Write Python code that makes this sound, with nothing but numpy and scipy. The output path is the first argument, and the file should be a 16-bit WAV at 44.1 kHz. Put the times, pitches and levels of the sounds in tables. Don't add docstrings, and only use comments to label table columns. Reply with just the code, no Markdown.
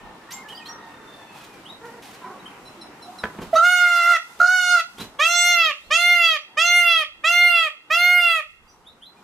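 import sys
import numpy as np
from scipy import signal
from scipy.fft import rfft, irfft
from scipy.io import wavfile
from scipy.ndimage import uniform_filter1d

SR = 44100
rng = np.random.default_rng(int(sys.argv[2]) if len(sys.argv) > 2 else 0)


def gain_from_db(level_db):
    decades = np.asarray(level_db, float) / 20
    return 10 ** decades


def wav_out(sig):
    wavfile.write(sys.argv[1], SR, np.round(np.clip(np.atleast_2d(sig).T, -1, 1) * 32767).astype(np.int16))


N = 407043

# (time [s], pitch [Hz], level [dB], beak opening [dB])
HOARSE = [
    [(3.55, 588, 5, -19), (3.568, 669, 4.5, -14.5), (3.612, 668.5, 5, -30.5), (3.65, 711, 3.5, -2),
     (3.72, 722.9, 6, -4), (3.81, 712.5, 0.5, -0.5), (4.03, 686, -3, 1.5), (4.12, 701.3, 5.5, -2.5),
     (4.18, 641, -6, 5.5)],
    [(4.399, 700, 15.5, -29.5), (4.414, 708, 6.5, -24), (4.475, 724, 5, -14.5), (4.535, 739.2, 3.5, -8),
     (4.635, 720.4, -3, 1.5), (4.735, 713.7, 3.5, -4), (4.785, 680, -1.5, -4), (4.818, 644, -10.5, 13)],
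]
# (time [s], length [s], top pitch [Hz], climb time [s], sag begins after [s])
SCREAMS = [
    (5.186, 0.54, 703.5, 0.049, 0.32),
    (5.901, 0.48, 705.3, 0.039, 0.21),
    (6.566, 0.48, 704.9, 0.039, 0.2),
    (7.234, .46, 705.3, .036, .22),
    (7.897, 0.52, 713.5, 0.044, 0.24),
]
# (frequency [Hz], level [dB])
BEAK_COLOUR = [(3000, -66.5), (5200, -43.5), (6400, -40.5), (8200, -47), (10500, -51.5), (13000, -55.5),
               (16000, -55)]
HEN_VOICE = [(1, -2), (2, 3), (3, -2), (4, -2.5), (5, -14.5), (6, -29.5)]   # (overtone, level [dB])


def rms_one(x):
    return x / np.sqrt(np.mean(x ** 2) + 1e-20)


def filtered(order, hz, kind, x):
    return signal.sosfilt(signal.butter(order, hz, kind, fs=SR, output="sos"), x)


def at_hz(points, hz):
    points = np.array(points)
    return np.interp(np.log(hz), np.log(points[:, 0]), points[:, 1])


def drift(rate, size):
    knots = rng.standard_normal(int(size * rate * 2 / SR) + 4)
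    wander = np.interp(np.arange(size) * rate * 2 / SR, np.arange(len(knots)), knots)
    return uniform_filter1d(wander, int(SR / rate / 4) + 1)


def span(rows):
    s, *columns = np.transpose(rows)
    t = np.arange(round(s[0] * SR), round(s[-1] * SR)) / SR
    return round(s[0] * SR), [np.interp(t, s, column) for column in columns]


def add(out, start, x):
    out[start:start + len(x)] += x[:N - start]


def fade(size, rise_s, fall_s):
    t = np.arange(size) / SR
    return np.clip(t / rise_s, 0, 1) * np.clip(t[::-1] / fall_s, 0, 1)


def swell(t, rise_s, t60_s, power):
    return np.clip(t / rise_s, 0, 1) ** power * gain_from_db(-60 * np.maximum(t - rise_s, 0) / t60_s)


def decay_noise_db(level_db, t60_s, t):
    return gain_from_db(level_db - 60 * t / t60_s) / np.sqrt(t60_s * SR / 14)


def hum():
    # (frequency [Hz], level [dB per Hz])
    hum_colour = [(60, -18), (207, -1.5), (437, -3.5), (592, -8), (989, -0.5), (1440, -9), (3180, -17.5),
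                  (14500, -45.5)]
    # (frequency [Hz], likeness [-1 to 1])
    ear_likeness = [(60, 0.82), (180, 0.98), (550, 0.83), (1650, 0.51), (4970, -1.9), (15000, -0.73)]
    out = 0
    edges = 45 * 2 ** np.arange(0, 8.6, .5)
    white = rng.standard_normal((2, 2, N))
    for k, (low, high) in enumerate(zip(edges, edges[1:])):
        mid, side = filtered(2, [low, high], "band", white[k % 2])
        hz = np.sqrt(low * high)
        alike = np.clip(at_hz(ear_likeness, hz), 0, 1)
        gain = gain_from_db(at_hz(hum_colour, hz) + 2.5 * drift(7, N))
        out = out + gain * (np.sqrt(1 + alike) * mid + np.sqrt(1 - alike) * side * [[1], [-1]])
    return gain_from_db(-45) * rms_one(out)


def wind():
    # (time [s], level [dB], half length [s])
    gust_rows = [
        (.05, -52, 0.09),
        (2.65, -61, 0.04),
        (3.443, -53, 0.064),
        (4.42, -65.5, 0.088),
        (5.036, -60.5, 0.15),
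        (5.892, -57, 0.086),
        (7.245, -67, 0.44),
        (8.579, -64, 0.53),
    ]
    t = np.arange(N) / SR
    shared, left, right = filtered(2, [18, 90], "band", rng.standard_normal((3, N)))
    rumble = rms_one(np.array([shared + 1.4 * left, shared + 1.9 * right]))
    rumble = rumble * gain_from_db(3 * drift(19, N)) * gain_from_db([[-2.1], [2.1]])
    shape = sum(gain_from_db(db) * np.exp(-2 * ((t - s) / half_s) ** 2) for s, db, half_s in gust_rows)
    return rumble * gain_from_db(-69.5), rumble * shape


def air():
    # (time [s], level [dB])
    hiss_level = [
        (0, -61.5),
        (3.4, -57),
        (4.3, -56.5),
        (5.8, -60),
        (6.5, -67.5),
        (9.23, -68),
    ]
    mid, side = filtered(1, [2500, 9000], "band", rng.standard_normal((2, N)))
    level_db = np.interp(np.arange(N) / SR, *np.transpose(hiss_level)) + 2 * drift(5, N)
    return gain_from_db(level_db) * rms_one(mid + 0.88 * side * [[1], [-1]])


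def rooster():
    # (time [s], pitch [Hz], level [dB])
    crow = [(0, 911, -51), (.2, 900, -64), (.27, 831, -60), (.33, 1051, -51), (.41, 1068, -50),
            (.425, 1063, -49), (.445, 862, -58), (.46, 856, -50), (.5, 863, -56), (.53, 925, -56),
            (.8, 928, -53), (1.0, 901, -58.5), (1.3, 876, -53), (1.45, 837, -58), (1.6, 788, -55),
            (1.66, 760, -80)]
    # (overtone, level [dB], strongest at [s], loss away from it [dB per s])
    crow_voice = [
        (1, 5, .75, 12),
        (2, 8, .55, 14),
        (3, 4, 1.48, 28),
        (4, -1, 1.15, 32),
        (5, -13, 1.3, 15),
    ]
    out = np.zeros(N)
    start, (hz, level_db) = span(crow)
    size = len(hz)
    t = np.arange(size) / SR
    phase = np.cumsum(2 * np.pi * hz * (1 + .011 * drift(80, size)) / SR)
    tone = 0
    for k, db, at_s, loss_db in crow_voice:
        tone = tone + gain_from_db(db - loss_db * np.abs(t - at_s) + 3 * drift(12, size)) * np.sin(k * phase)
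    add(out, start, gain_from_db(level_db) * tone * (1 + .55 * drift(80, size)))
    return out


def shaped(spectrum):
    hz = np.maximum(np.fft.rfftfreq(N, 1 / SR), 1)
    return rms_one(irfft(rfft(rng.standard_normal(N)) * gain_from_db(at_hz(spectrum, hz)), N))


def wings():
    # (time [s], rise [s], t60 [s], thump level [dB], hiss level [dB])
    puffs = [(0.303, 0.0061, 0.37, -64, -41.5), (.48, 0.0088, 0.28, -57, -46),
             (0.649, 0.014, 0.26, -58, -46.5), (2.47, 0.0083, 0.12, -55, -63), (1.28, 0.087, 1, -75, -50),
             (1.84, 0.015, 0.37, -68, -53.5), (2.019, 0.0057, 0.66, -57, -43),
             (2.13, 0.0084, 0.15, -69, -51), (2.217, .003, 0.52, -44, -96), (3.236, 0.0033, 0.22, -33, -52),
             (3.31, 0.037, 0.22, -42, -62), (3.386, 0.0014, 0.1, -29, -62),
             (3.405, 0.012, 0.27, -33.5, -43), (3.49, 0.061, 0.31, -46.5, -41.5),
             (4.388, 0.0037, 0.14, -38, -44), (4.981, 0.0023, 0.16, -39.5, -42),
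             (4.99, 0.023, 0.19, -32, -36.5), (5.081, 0.025, 0.4, -104, -101),
             (5.929, 0.012, 0.16, -44.5, -62), (8.655, 0.0022, .08, -85, -70),
             (8.793, 0.0019, 0.13, -85.5, -74)]
    # (frequency [Hz], level [dB per Hz])
    thump_colour = [(40, -16.5), (196, -6), (350, -8), (520, -16.5), (997, -14.5), (3000, -32), (3900, -55),
                    (6600, -120)]
    # (frequency [Hz], level [dB per Hz])
    hiss_colour = [(300, -29.5), (1000, -11.5), (3000, -5.5), (6000, -13), (10000, -17.5), (16000, -21.5)]
    low, high = np.zeros(N), np.zeros(N)
    t = np.arange(SR // 2) / SR
    for s, rise_s, t60_s, thump_db, hiss_db in puffs:
        shape = swell(t, rise_s, t60_s, 2)
        add(low, round(s * SR), gain_from_db(thump_db) * shape)
        add(high, round(s * SR), gain_from_db(hiss_db) * shape)
    thumps = low * shaped(thump_colour) * gain_from_db(2.5 * drift(40, N))
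    return thumps + high * shaped(hiss_colour) * gain_from_db(2.5 * drift(70, N))


def knock():
    # (time [s], peak level [dB])
    blows = [
        (3.2355, -24),
        (3.237, -21),
        (3.239, -11),
        (3.243, -19),
        (3.255, -21),
        (3.266, -29),
    ]
    # (frequency [Hz], level [dB], t60 [s])
    wood_modes = [(219, -16, 0.11), (450, -23, 0.13), (700, -11, 0.013), (1004, -15.5, 0.04),
                  (1197, -19, .025), (1385, -11, .02), (1530, -13, 0.036), (1640, -2, 0.016),
                  (1880, -22, 0.018), (2300, -17, 0.008), (3210, -23, 0.03), (4460, -25.5, 0.012)]
    at = [round(s * SR) for s, db in blows]
    out = np.zeros(N)
    for hz, level_db, t60_s in wood_modes:
        clicks = np.zeros(at[-1] + SR // 2) + 1e-18
        clicks[at] = gain_from_db(np.array(blows)[:, 1] + level_db + rng.normal(0, 2.5, len(at)))
        r, w = gain_from_db(-60 / (t60_s * SR)), 2 * np.pi * hz / SR
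        add(out, 0, signal.lfilter([0, np.sin(w)], [1, -2 * r * np.cos(w), r * r], clicks))
    return filtered(2, 4500, "low", out)


def notes(rows, voice, over_db, bend, throb, rough):
    out = np.zeros(N)
    for s, length, start_hz, end_hz, level_db in rows:
        u = np.arange(int(length * SR)) / (length * SR)
        size = len(u)
        hz = end_hz + (start_hz - end_hz) * (1 - u) ** bend
        phase = np.cumsum(2 * np.pi * hz * (1 + rough * drift(90, size)) / SR)
        tone = sum(gain_from_db(db + over_db * (k > 1)) * np.sin(k * phase) for k, db in voice)
        shape = np.sin(np.pi * u ** 0.49) ** 0.44 * gain_from_db(throb * drift(45, size))
        add(out, round(s * SR), np.sqrt(2) * gain_from_db(level_db) * tone * shape * fade(size, 0.004, 0.0039))
    return out


def smeared(x):
    t = np.arange(SR // 4) / SR
    cloud = rng.standard_normal(len(t)) * decay_noise_db(-1, .16, t)
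    return 1.22 * x + signal.oaconvolve(x, cloud)[:N]


def small_birds():
    # (time [s], length [s], start pitch [Hz], end pitch [Hz], level
    # [dB])
    chirps = [(.308, 0.018, 2900, 3300, -48), (.312, .02, 3600, 5300, -50), (.318, .028, 5300, 7200, -45),
              (.315, 0.024, 9000, 12300, -58), (.482, 0.035, 2750, 3250, -51),
              (.505, 0.03, 3200, 2940, -48), (.65, .03, 2900, 3300, -52), (.655, .03, 3600, 4500, -55),
              (.548, 0.037, 4590, 4950, -50), (.572, 0.03, 3300, 2950, -49), (.597, .04, 2900, 2500, -55),
              (.685, 0.048, 5600, 5750, -50), (4.972, .07, 2900, 4100, -52), (4.37, .02, 3200, 3700, -63),
              (1.65, 0.093, 2650, 3900, -50), (2.39, 0.024, 3700, 3950, -61),
              (2.456, 0.018, 2990, 3150, -49), (6.41, 0.036, 5600, 5850, -64),
              (8.685, 0.07, 5950, 5900, -69), (9.14, .09, 2430, 2410, -70), (8.3, 0.08, 1160, 1180, -61),
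              (8.675, 0.04, 4800, 4880, -64), (8.842, 0.092, 2700, 4000, -62),
              (9.003, 0.11, 2450, 4100, -60), (5.81, 0.1, 3300, 4300, -69), (4.28, .03, 3200, 3600, -70)]
    # (time [s], length [s], start pitch [Hz], end pitch [Hz], level [dB])
    peeps = [
        (2.652, 0.036, 1332, 1364, -55),
        (2.81, 0.031, 1342, 1310, -52),
        (3.02, 0.045, 1353, 1310, -55.5),
        (3.183, 0.032, 1370, 1270, -56.5),
    ]
    # (overtone, level [dB])
    peep_voice = [(1, -20), (2, -23), (3, 5), (4, 0), (6, -18), (7, -6), (8, -9.5)]
    birds = notes(chirps, [(1, 2.5), (2, -11), (3, 0)], over_db=-17, bend=2.8, throb=5.5, rough=.016)
    birds += notes(peeps, peep_voice, over_db=-1, bend=1.5, throb=4, rough=.018)
    return smeared(birds)


def hens():
    # (time [s], length [s], start pitch [Hz], end pitch [Hz], level [dB])
    coos = [(.81, 0.073, 938, 662, -50), (2.215, 0.09, 993, 1008, -39), (2.29, 0.11, 1094, 1105, -45.5),
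            (2.25, .1, 760, 750, -48), (2.23, .06, 1560, 1500, -50), (2.23, .06, 1950, 1850, -53),
            (2.24, .05, 2350, 2250, -56), (2.76, 0.18, 342, 291, -47), (3.05, 0.15, 715, 755, -47),
            (5.52, 0.21, 234, 228, -58), (2.43, 0.054, 1137, 1100, -50)]
    # (time [s], length [s], start pitch [Hz], end pitch [Hz], level [dB])
    clucks = [
        (.5, 0.051, 260, 670, -50),
        (1.81, 0.207, 465, 469.3, -46),
        (2.24, 0.146, 373, 363, -48),
    ]
    out = notes(coos, HEN_VOICE, over_db=-30, bend=1.5, throb=4.5, rough=.03)
    return out + notes(clucks, HEN_VOICE, over_db=-6, bend=1.5, throb=4.5, rough=.035)


def catches():
    # (time [s], length [s], start pitch [Hz], end pitch [Hz], level [dB])
    hoot = [
        (3.529, 0.048, 674, 627, -13.5),
    ]
    # (time [s], length [s], start pitch [Hz], end pitch [Hz], level [dB])
    squeaks = [
        (3.555, .06, 3850, 3840, -34),
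        (3.553, .05, 5800, 6600, -34.5),
        (3.555, .035, 4400, 4540, -39),
        (3.56, 0.051, 2700, 3100, -39),
    ]
    out = notes(hoot, HEN_VOICE[:3], over_db=-27, bend=1.1, throb=1.5, rough=0.0028)
    return out + notes(squeaks, [(1, 0)], over_db=0, bend=2, throb=4, rough=.02)


def croaks():
    # (level [dB], time before the end [s])
    croak_rows = [
        (-44, 0.0093),
        (-39, 0.023),
        (-30, .015),
        (-38, 0.0085),
        (-36.5, .01),
        (-36, 0.02),
        (-39.5, .01),
    ]
    ends = [rows[-1][0] for rows in HOARSE] + [row[0] + row[1] for row in SCREAMS]
    out, t = np.zeros(N), np.arange(SR // 4) / SR
    rise_s, pulses_hz = 0.015, 109
    for end, (db, early_s) in zip(ends, croak_rows):
        beat = np.cumsum(2 * np.pi * pulses_hz * (1 + .3 * drift(30, len(t))) / SR)
        pulses = (1 + np.sin(beat)) ** 2
        rasp = rms_one(filtered(2, [2230, 2880], "band", pulses * rng.standard_normal(len(t))))
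        add(out, round((end - early_s - rise_s) * SR), gain_from_db(db) * swell(t, rise_s, .17, 1) * rasp)
    return out


def hoarse(rows, third_db):
    # (frequency [Hz], level [dB])
    half_shut = [(500, -23.5), (750, -32.5), (1400, -13.5), (2100, -26), (2850, -28), (3500, -34),
                 (4300, -36), (7000, -57.5)]
    start, (hz, level_db, open_db) = span(rows)
    hz = uniform_filter1d(hz, int(0.013 * SR))

    def strength(k):
        beak_db = open_db * (k > 2) * (1 if k < 6 else 0.55)
        colour = gain_from_db(at_hz(half_shut, k * hz)) * (k < 11) + gain_from_db(at_hz(BEAK_COLOUR, k * hz))
        return gain_from_db(level_db + third_db * (k == 3) + beak_db) * colour
    return start, hz, strength


def clear(row, throat, swing, hollow, glide, shy_db):
    # (frequency [Hz], half width [Hz], level [dB])
    windpipe = [(566, 46.5, -24), (755, 42, -32.5), (1215, 218, -21), (1880, 120, -17.5),
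                (2491, 127, -15.5), (2702, 48, -13), (3260, 104, -15.5), (3856, 135, -29.5),
                (4598, 220, -32), (5290, 110, -41), (5940, 130, -50.5)]
    gape_path = {3: -12.5, 5: -22, 6: -26, 7: -37, 8: -33.5, 9: -30.5, 10: -40, 11: -36}
    s, length, top_hz, climb_s, turn_s = row
    stretch, second_db, third_db, fourth_db, high_db = throat
    climb, sagging, opening, closing = swing
    first_hz, last_hz, depth_db, sets_s, early_flare_db = hollow
    third_lingers, fourth_drift, fifth_drift, sixth_drift = glide
    t = np.arange(int(length * SR)) / SR
    left = t[::-1]

    sag = np.clip((t - turn_s) / (length - turn_s), 0, 1) ** 1.52
    hz = top_hz - climb * 130.9 * np.exp(-t / climb_s) - sagging * 83.5 * sag - 64 * np.exp(-left / 0.019)
    level_db = -shy_db * np.exp(-(t / 0.055) ** 2)
    level_db = level_db - 9.5 * np.exp(-t / 0.0071) - 7 * sag - 7 * np.exp(-left / 0.061)
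    dull_db = -0.5 * t / length + 13 * (np.exp(-t / 0.0096) + np.exp(-left / 0.0096))

    gape_width_hz = 23.4 * np.where(t < turn_s, opening, closing)
    gape = np.exp(-((top_hz - hz) / gape_width_hz) ** 2)
    linger = np.where(t < turn_s, gape, gape ** (1 / third_lingers ** 2))
    in_step = 1 - 2 * np.clip((t / turn_s - .5) * 2, 0, 1)

    hollow_hz = first_hz + (last_hz - first_hz) * t / length
    hollow_db = depth_db / (1 + np.exp((sets_s - t) / 0.022 * 2))
    flare_db = early_flare_db * np.exp(-((t - 0.072) / 0.05) ** 2)

    def strength(k):
        pipe = 0
        for at, width, db in windpipe:
            if abs(at - k * top_hz) < 1500:
                pipe = pipe + gain_from_db(db) / (1 + ((k * hz / stretch - at) / width) ** 2)
        pipe = pipe + gain_from_db(at_hz(BEAK_COLOUR, k * hz) + (2.5 + 0.17 * high_db) * gape)
        if k == 2:
            pipe = pipe * gain_from_db(second_db * (2 - gape))
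        if k == 3:
            pipe = pipe * in_step
        if k == 4:
            pipe = pipe * gain_from_db((fourth_db + fourth_drift * (t - turn_s)) * gape)
        crest_db = gape_path.get(k, -99) + third_db * (k == 3) + high_db * (k > 6) + high_db / 4 * (k in (5, 6))
        crest_db = crest_db + (fifth_drift * (k == 5) + sixth_drift * (k == 6)) * (t - turn_s * .75)
        crest = (linger if k == 3 else gape) * gain_from_db(crest_db)
        sweep_db = flare_db * np.exp(-((k * hz - 6900) / 1700) ** 2)
        sweep_db = sweep_db - hollow_db * np.exp(-((k * hz - hollow_hz) / 1230) ** 2)
        return gain_from_db(level_db + sweep_db - dull_db * np.log2(max(k / 4, 1))) * (pipe - crest)
    return round(s * SR), hz, strength


def voiced(hz, strength, bright, manner, breath_db, rush):
    tilt_db, fifth_db, treble_db, patchy_db = bright
    jitter, first, held, last = manner
    size = len(hz)
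    t = np.arange(size) / SR
    depth = held + first * np.exp(-(t / 0.071) ** 2) + last * (t / t[-1]) ** 4
    edge = np.exp(-t / .015) + np.exp(-t[::-1] / .025)
    beat = np.cumsum(2 * np.pi * 68.45 * (1 + .1 * drift(15, size)) / SR)
    phase = np.cumsum(2 * np.pi * hz / SR) + .33 * depth * np.cos(beat)
    slip = (jitter * (.5 + 2 * depth) + .3 * edge) * drift(150, size)

    voice = np.zeros(size)
    for k in range(1, 5):
        tone = strength(k) * np.sin(k * phase + k + (k - 1) ** 2.5 / 6 * slip)
        if k > 2:
            tone = tone * (1 + depth * np.sin(beat + 1.9 * k)) * gain_from_db(4 * held ** .5 * drift(20, size))
        voice += tone
    for k in range(5, 26):
        colour_db = tilt_db * np.maximum(np.log2(k * hz / 4000), 0) + (fifth_db if k == 5 else treble_db)
        patches_db = patchy_db * min(k / 9, 1.3) ** 2 * drift(13, size)
        mottle_db = 2.5 * min(k / 8, 1.5) * drift(40, size)
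        gain = strength(k) * gain_from_db(colour_db + patches_db + mottle_db)
        gain *= 1 + np.sqrt(depth) * np.sin(beat + 1.9 * k)
        voice += gain * np.sin(k * phase + .7 * k * k + k ** 0.85 * slip)

    breath = np.convolve(rng.standard_normal(size), np.ones(40) / np.sqrt(40), "same")
    voice *= 1 + 0.63 * depth ** 3 * np.sin(beat) + (gain_from_db(-79.5) + 0.15 * edge) * breath
    puffing = (1 + .7 * np.sin(beat)) * (1 + np.sin(phase))
    voice += gain_from_db(breath_db) * (depth + 0.35 * edge) * puffing * rush
    return np.sqrt(2) * gain_from_db(-2) * voice * fade(size, .011, .012) ** 1.5


def peacock():
    hoarse_third_db = [3, -0.5]
    # (windpipe stretch [ratio], 2nd overtone [dB],
    # then at full gape: 3rd [dB], 4th [dB], higher [dB])
    throats = [(0.991, 2.5, -4, 0, 5.5), (0.997, 1.5, -1.1, 0, -2), (1.005, 1.96, -1, 0, 0.5),
               (1.008, 2, 0.5, 1, 0), (1.017, 2.15, -0.5, -3, -1.5)]
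    swings = [(1.3, 1.3, 1.2, 0.68), (1.2, 1.13, 1.2, 0.86), (1.01, 1.01, 0.96, 0.79),
              (.9, 1.01, 0.67, 0.57), (1.01, 1.05, 1.13, 0.42)]
    # (first [Hz], last [Hz], depth [dB], sets in after [s], early flare [dB])
    hollows = [(9300, 8500, 16, 0.3, 7.5), (8600, 8500, 9.5, 0.063, 14.5), (8600, 6700, 9, 0.03, 13.5),
               (8800, 5600, 9, 0.045, 10.5), (8830, 5260, 10, 0.03, 3.5)]
    # (3rd overtone lingers [share], 4th, 5th, 6th drift [dB per s])
    glides = [(1.2, 14, -7.5, -4.5), (1, 3, -29.5, -30.5), (0.79, 13, -40, -30), (0.54, 20, -37, -2),
              (1.04, 37, -54, -38.5)]
    held_back_db = [1.5, 1.1, 1.9, 1.9, 3.2]
    # (treble tilt [dB per octave], 5th overtone [dB], higher [dB], patchiness [dB])
    brightness = [(1, -2, -4, 2.5), (-2.5, 0, 2, 2.5), (-0.5, -1, 1.5, 3), (-1, 2, 2.5, 2.5),
                  (-0.5, 2, 1.4, 2.5), (0.4, -2, -1, 2.5), (2.5, -4.5, -2, 2.5)]
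    manners = [
        (.024, .45, .19, .45),
        (.028, .8, .2, .25),
        (.01, .3, .02, .15),
        (.007, .05, .02, .04),
        (.007, .04, .02, .04),
        (.007, .04, .02, .04),
        (.007, .04, .02, .03),
    ]
    breaths_db = [-46, -45, -45, -45, -45, -45, -51]
    out = np.zeros(N)
    screams = [hoarse(*each) for each in zip(HOARSE, hoarse_third_db)]
    screams += [clear(*each) for each in zip(SCREAMS, throats, swings, hollows, glides, held_back_db)]
    rush = filtered(2, [2600, 8500], "band", rng.standard_normal(N))
    for (start, hz, strength), bright, manner, breath_db in zip(screams, brightness, manners, breaths_db):
        add(out, start, voiced(hz, strength, bright, manner, breath_db, rush[start:start + len(hz)]))
    return filtered(4, 420, "high", out)


def yard(x, wet_db):
    # (time [s], level [dB])
    echoes = [
        (.0045, -18.5),
        (.0113, -18.5),
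        (.019, -17.5),
        (.031, -19.5),
        (.047, -28),
        (.062, -26),
    ]
    t = np.arange(SR) / SR
    mid, side = rng.standard_normal((2, SR))
    side = filtered(2, 2800, "high", side)
    noise = mid + 2.8 * side * [[1], [-1]]
    near = noise * decay_noise_db(-14.5, .22, t) * (t > .006)
    far = filtered(1, [900, 4900], "band", noise) * decay_noise_db(-30, 0.83, t) * (t > .03)
    reply = near + far
    for ear_lag, (s, db) in zip(rng.integers(-5, 6, len(echoes)), echoes):
        reply[0, round(s * SR)] += gain_from_db(db)
        reply[1, round(s * SR) + ear_lag] += gain_from_db(db)
    return x + gain_from_db(wet_db) * signal.oaconvolve(x[None], reply, axes=1)[:, :N]


def ducking(loud):
    ducks_db = [12.3, 11.8, 16.4, 18.5, 21, 20.7, 26.6]
    grips_db = [8.5, 4.5, -2.5, -2.5, -4.5, -3, -7.5]
    # (share, speed [dB per s])
    recovery = [
        (0.449, 67.5),
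        (0.551, 8.5),
    ]
    lag_s = .05
    lag, t = int(lag_s * SR), np.arange(N) / SR
    starts = [rows[0][0] for rows in HOARSE[1:]] + [row[0] for row in SCREAMS]
    which = np.searchsorted(starts, t)
    sounding = uniform_filter1d(loud ** 2, lag) > gain_from_db(2 * -30)
    push_db = np.array(ducks_db)[which] * sounding
    held = sum(np.maximum.accumulate(share * push_db + rate * t) - rate * t for share, rate in recovery)
    late = np.interp(t - lag_s, t, uniform_filter1d(held, lag))
    grip = np.array(grips_db, float)[which] * sounding * (late > 6)
    return gain_from_db(-late - uniform_filter1d(grip, lag))


def scene():
    near = peacock() + croaks() + catches()
    around = small_birds() + hens() + rooster() + wings() + knock()
    around = filtered(2, 70, "high", around)
    far = yard(around, wet_db=1.5) * gain_from_db([[-.7], [.7]])
    breeze, gusts = wind()
    steady = (hum() + breeze) * ducking(near)
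    pan = gain_from_db(-3.5 / 2 * np.array([[1], [-1]]))
    treble_lean = gain_from_db(-16.5) * filtered(1, 8800, "high", near) * [[1], [-1]]
    return yard(near, wet_db=1.5) * pan + treble_lean + far + steady + gusts + air()


def top_cut(x):
    return signal.sosfilt(signal.butter(12, 16070, fs=SR, output="sos"), x)


def record(dry):
    level_db = 20 * np.log10(np.abs(dry).max(axis=0) + 1e-6)
    ramp = 60 * np.arange(N) / SR
    held = np.maximum.accumulate(level_db + ramp) - ramp
    cut_db = uniform_filter1d(.5 * np.maximum(held + 7, 0), int(.015 * SR))
    top = signal.cheby2(12, 70, 16500, fs=SR, output="sos")
    return top_cut(signal.sosfilt(top, dry * gain_from_db(-cut_db)))


dry = scene()
out = record(dry)
wav_out(out)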